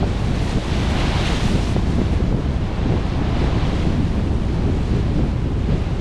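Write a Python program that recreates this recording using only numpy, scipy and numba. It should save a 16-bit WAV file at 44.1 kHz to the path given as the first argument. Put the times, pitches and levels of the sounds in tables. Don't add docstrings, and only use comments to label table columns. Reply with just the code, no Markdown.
import sys
import numpy as np
from scipy import signal
from scipy.fft import rfft, irfft, next_fast_len
from scipy.io import wavfile
from scipy.ndimage import uniform_filter1d, minimum_filter1d
from numba import njit

SR = 44100
rng = np.random.default_rng(int(sys.argv[2]) if len(sys.argv) > 2 else 0)


def bounce(signal):
    frames = np.transpose(np.atleast_2d(signal))
    limited = np.clip(frames, -1, 1)
    pcm = np.round(limited * 32767).astype(np.int16)
    wavfile.write(sys.argv[1], SR, pcm)


N = 264688


def undb(db):
    return 10 ** (np.asarray(db) / 20)


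def unit(x):
    return x / np.sqrt(np.mean(x ** 2))


def colour(x, tone):
    hz, db = np.transpose(tone)
    size = next_fast_len(N)
    bin_hz = np.maximum(np.fft.rfftfreq(size, 1 / SR), 1)
    gain = undb(np.interp(np.log(bin_hz), np.log(hz), db))
    return unit(irfft(rfft(x, size) * gain, size)[:N])


def noise(tone):
    return colour(rng.standard_normal(N), tone)


def wander(per_s):
    hold = max(int(SR / per_s), 2)
    steps = np.repeat(rng.standard_normal(N // hold + 2), hold)
    return unit(uniform_filter1d(steps, hold)[hold // 2:][:N])


def turbulence(tone, steady_s):
    eddies = noise(tone)
    power = uniform_filter1d(eddies ** 2, max(int(steady_s * SR), 2))
    return eddies / np.sqrt(power + 1e-9)


def wind_strength():
    # t/s, half length/s, change in large eddies/dB, change in small eddies/dB
    gusts = [(.007, .054, 4.5, 10), (0.15, 0.094, -3, 2.5), (.36, 0.05, 1, 7.5), (0.497, 0.023, -5.5, -6),
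             (0.571, 0.019, 9, 12.5), (.635, 0.039, -12, 5), (.96, 0.052, 3, 4), (1.13, 0.066, 2, 2),
             (1.225, 0.012, 4, 10.5), (1.308, 0.02, 5, 5.5), (1.41, 0.019, -9, -9), (1.458, 0.054, 4.5, -8),
             (1.558, 0.049, 5.5, 11), (1.754, 0.014, 3, 2.5), (1.92, 0.054, 0.5, -2),
             (1.992, 0.016, 5, 8.5), (2.136, .03, 4, 2), (2.218, .025, 3, 3), (2.33, .055, 3, 7),
             (2.413, 0.025, -6.5, 0), (2.725, 0.066, -6, 0), (2.947, .046, 2.5, 8), (3.103, .1, -2, .5),
             (3.434, 0.071, 2.5, 4), (3.585, 0.07, 2, 5), (3.742, .02, 0, 7), (3.88, 0.065, 3.5, 3),
             (4.017, 0.034, 5, 1), (4.3, 0.1, 1.5, 1), (4.684, 0.081, 2, 7), (4.85, .03, -1.5, -2),
             (4.958, 0.051, 4.5, 9), (5.206, 0.1, 3, 7), (5.405, 0.036, -4, -3), (5.722, 0.046, 3.5, 6),
             (5.856, 0.031, -5, -4)]
    t = np.arange(N) / SR
    change_db = sum(np.outer([large, small], np.exp(-((t - s) / half_length) ** 2))
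                    for s, half_length, large, small in gusts)
    return change_db - 0.06 * wander(per_s=15)


def wind(large_db, small_db):
    # f/Hz, level/dB
    rumble_tone = [(4, -41), (10, -8.5), (22, 0), (35, -3.5), (48, 1), (64, 2.5), (90, -2), (125, -5.5),
                   (190, -14), (280, -30.5), (500, -42), (1200, -75), (8000, -130)]
    flutter_tone = [(60, -17.5), (115, -1), (150, -1), (200, -2), (260, -5.5), (330, -10.5), (420, -17.5),
                    (550, -31), (800, -40.5), (1500, -48), (4000, -77), (12000, -115)]
    rasp_tone = [(150, -18.5), (260, -2), (330, 0.5), (420, -3.5), (550, -9), (720, -17), (1000, -39.5),
                 (1500, -23.5), (3000, -63), (12000, -115)]
    ragged = wander(per_s=90)
    rumble = turbulence(rumble_tone, steady_s=0.0656) * undb(-20.5 + 0.59 * large_db)
    flutter = turbulence(flutter_tone, steady_s=0.0474) * undb(-25 + large_db + 1.43 * ragged)
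    rasp = turbulence(rasp_tone, steady_s=0.044) * undb(-35 + small_db + 1.6 * ragged)
    return rumble + flutter + rasp


def wind_thumps():
    # t/s, swing level/dB, swing half width/s, puff level/dB
    eddies = [(.03, -15.5, 0.0005, -18.5), (.042, -10.5, 0.00097, -19), (.585, -17, .0006, -22),
              (1.309, -13, 0.0016, -25), (1.765, -13, 0.00087, -12), (2.017, -10.5, 0.00084, -23),
              (2.206, -17, .0008, -21), (2.326, -12, 0.00096, -21), (2.923, -12.5, 0.00085, -28),
              (2.986, -15, 0.00066, -34), (4.173, -14.5, 0.0012, -29), (5.193, -17, 0.00076, -25)]
    # f/Hz, level/dB
    puff_tone = [(60, -4), (200, 3.5), (450, -1), (750, -5), (1400, -27), (4000, -57), (12000, -100)]
    puff_s = 0.0049
    t, out = np.arange(N) / SR, np.zeros(N)
    ragged_air = turbulence(puff_tone, steady_s=0.0026)
    for s, swing_db, half_width, puff_db in eddies:
        across = (t - s) / half_width
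        swing = across / (1 + across ** 2) ** 2
        age = np.maximum((t - s) / puff_s + 1 / 3, 0)
        puff = ragged_air * age * np.exp(-3 * age)
        out += undb(swing_db) * swing / swing.max() + undb(puff_db) * puff / np.abs(puff).max()
    return out


def microphone_port(air):
    limit = 0.46
    rounded = air / (1 + (air / limit) ** 6) ** (1 / 6)
    return signal.sosfilt(signal.butter(4, 2000, fs=SR, output="sos"), rounded)


def fade_ends(x, fade_s=0.004):
    t = np.arange(N) / SR
    from_edge_s = np.minimum(t, t[-1] - t)
    return x * np.sin(np.pi / 2 * np.minimum(from_edge_s / fade_s, 1)) ** 2


@njit
def ring(starts, hz, cycles, sizes, glide):
    out = np.zeros(N)
    for k in range(len(starts)):
        length = int(cycles[k] * SR / hz[k]) + 2
        ping = sizes[k] + 0j
        step = np.exp(2j * np.pi * hz[k] / SR - 5.76 / length)
        bend = np.exp(2j * np.pi * hz[k] / SR * glide / length)
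        for i in range(starts[k], min(starts[k] + length, N)):
            out[i] += ping.imag
            ping *= step
            step *= bend
    return out


def bubbles(per_s, low_hz, high_hz, cycles, spread_db, glide, clump_db, clump_per_s):
    when, pitch, life, loud = rng.random((per_s * N // SR, 4)).T
    starts = (when * N).astype(np.int64)
    hz = low_hz * (high_hz / low_hz) ** pitch
    clumps = np.array([wander(clump_per_s) for _ in range(6)])
    size_group = (pitch * len(clumps)).astype(int)
    db = -spread_db * np.log(1 - loud * .995) + clump_db * clumps[size_group, starts]
    push = undb(db) * hz / low_hz
    return ring(starts, hz, cycles * (.5 + life), push, float(glide))


def swells(rows, shape):
    t, power = np.arange(N) / SR, np.zeros(N)
    for s, rise, fall, db in rows:
        from_crest = np.abs((t - s) / np.where(t < s, rise, fall))
        power += (undb(db) * np.exp(-from_crest ** shape)) ** 2
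    return power


def surf_levels():
    # crest t/s, rise/s, fall/s, foam level/dB, churn level/dB
    surges = [(.49, .86, 0.78, -36, -33), (.515, 0.03, .05, -36, -31), (.75, 0.1, 0.16, -34.5, -48),
              (1.02, 0.28, 0.31, -32, -27.4), (1.24, 0.28, 0.48, -29, -28), (1.27, 0.044, 0.046, -32, -42),
              (2.09, 0.48, 0.5, -40.5, -34.5), (2.86, 0.33, 1, -39.5, -32.8), (3.37, 0.29, 0.44, -39, -31),
              (3.7, 0.37, 0.54, -37, -34), (4.62, 0.55, 0.51, -45, -37), (4.95, 0.31, 0.44, -41, -46),
              (5.18, .04, .12, -43, -46), (5.72, .12, 0.27, -41, -38), (5.95, 0.12, .3, -44, -41.5)]
    # thickest t/s, rise/s, fall/s, level/dB
    showers = [(.48, 0.5, .55, -47.5), (1.28, 0.74, 0.33, -43), (1.53, 0.28, 0.17, -42),
               (1.68, .08, .085, -45.5), (1.93, .25, 0.41, -50), (3.8, .27, .45, -52.5),
               (4.72, .7, .45, -56.5)]
    churn_rest_db, foam_rest_db, spray_rest_db = -36.5, -46, -56.5
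    churn_rows = [(s, rise, fall, db) for s, rise, fall, _, db in surges]
    foam_rows = [(s, rise, fall, db) for s, rise, fall, db, _ in surges]
    churning = undb(churn_rest_db) ** 2 + swells(churn_rows, shape=1.4)
    foaming = undb(foam_rest_db) ** 2 + swells(foam_rows, shape=1.4)
    flung = undb(-19.5) ** 2 * foaming
    spraying = undb(spray_rest_db) ** 2 + flung + swells(showers, shape=1.6)
    return 10 * np.log10([churning, foaming, spraying])


def churn(db):
    # f/Hz, level/dB
    tone = [(150, -15), (350, -2.5), (550, 0), (750, 0), (1000, -3), (1400, -9.5), (2200, -14), (5000, -49),
            (12000, -80)]
    pockets = bubbles(per_s=1500, low_hz=217.7, high_hz=2560, cycles=9.5,
                      spread_db=1.5, glide=0.26, clump_db=0.5, clump_per_s=14)
    roar = noise(tone)
    return (undb(-7) * colour(pockets, tone) + undb(-3) * roar) * undb(db)


def foam(db):
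    # f/Hz, level/dB
    tone = [(500, -22), (1000, -4.5), (1500, -2.5), (2100, -0.5), (2700, 0), (3400, -1.5), (4200, -5),
            (5000, -10), (6500, -18), (8500, -29), (12000, -51), (15000, -75)]
    fine_tone = [(1000, -34), (2200, 0), (3000, 0), (4000, 2), (5500, -27), (12000, -55)]
    seethe = bubbles(per_s=16000, low_hz=699, high_hz=9050, cycles=35.0,
                     spread_db=2.5, glide=0.13, clump_db=0.36, clump_per_s=15)
    hiss = noise(tone)
    wash = undb(-4) * colour(seethe, tone) + undb(-4.5) * hiss
    force = undb(db - db.max())
    fizz = undb(-7) * force * noise(fine_tone)
    return (wash + fizz) * undb(db + 0.51 * wander(per_s=22.05))


def spray(db):
    # f/Hz, level/dB
    tone = [(2000, -16.5), (4000, 2), (6000, 1), (7500, -2), (9400, -6.5), (10700, -11.5), (12000, -18),
            (14000, -28), (14700, -34), (15300, -55)]
    drops = bubbles(per_s=14000, low_hz=3030, high_hz=14300, cycles=5.0,
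                    spread_db=0.5, glide=0, clump_db=2.5, clump_per_s=22)
    mist = noise(tone)
    return undb(-2.5) * (colour(drops, tone) + mist) * undb(db + 0.52 * wander(per_s=30))


def splats():
    # t/s, level/dB, length/s
    sheets = [(0.485, -47, 0.04), (1.248, -46, 0.05), (1.965, -61, 0.045), (3.72, -60, .05),
              (4.314, -57, 0.058), (4.94, -59, .05), (5.94, -60, .06)]
    # f/Hz, level/dB
    tone = [(1500, -10), (3000, -10), (6000, 7), (9000, 3), (11000, -8), (13500, -21), (15000, -36)]
    drops = bubbles(per_s=5000, low_hz=3000, high_hz=14000, cycles=5.5,
                    spread_db=4.5, glide=0, clump_db=1.5, clump_per_s=33)
    t, loudness = np.arange(N) / SR, np.zeros(N)
    for s, db, length in sheets:
        age = np.maximum(t - s, 0) / length
        loudness += undb(db) * 2 * age * np.exp(1 - 2 * age)
    return loudness * colour(drops, tone)


def scene():
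    churn_db, foam_db, spray_db = surf_levels()
    water = churn(churn_db) + foam(foam_db) + spray(spray_db) + splats()
    large_db, small_db = wind_strength()
    air = microphone_port(wind(large_db, small_db) + wind_thumps())
    return (water + fade_ends(air))[None]


def record(dry):
    ceiling, hold_s, top_hz = 0.423, 0.068, 15000
    hold = int(hold_s * SR)
    needed_gain = ceiling / np.maximum(np.abs(dry), ceiling)
    smooth_gain = uniform_filter1d(minimum_filter1d(needed_gain, hold), hold)
    treble_cut = signal.ellip(10, .1, 80, top_hz, fs=SR, output="sos")
    return signal.sosfilt(treble_cut, dry * smooth_gain)


dry = scene()
out = record(dry)
bounce(out)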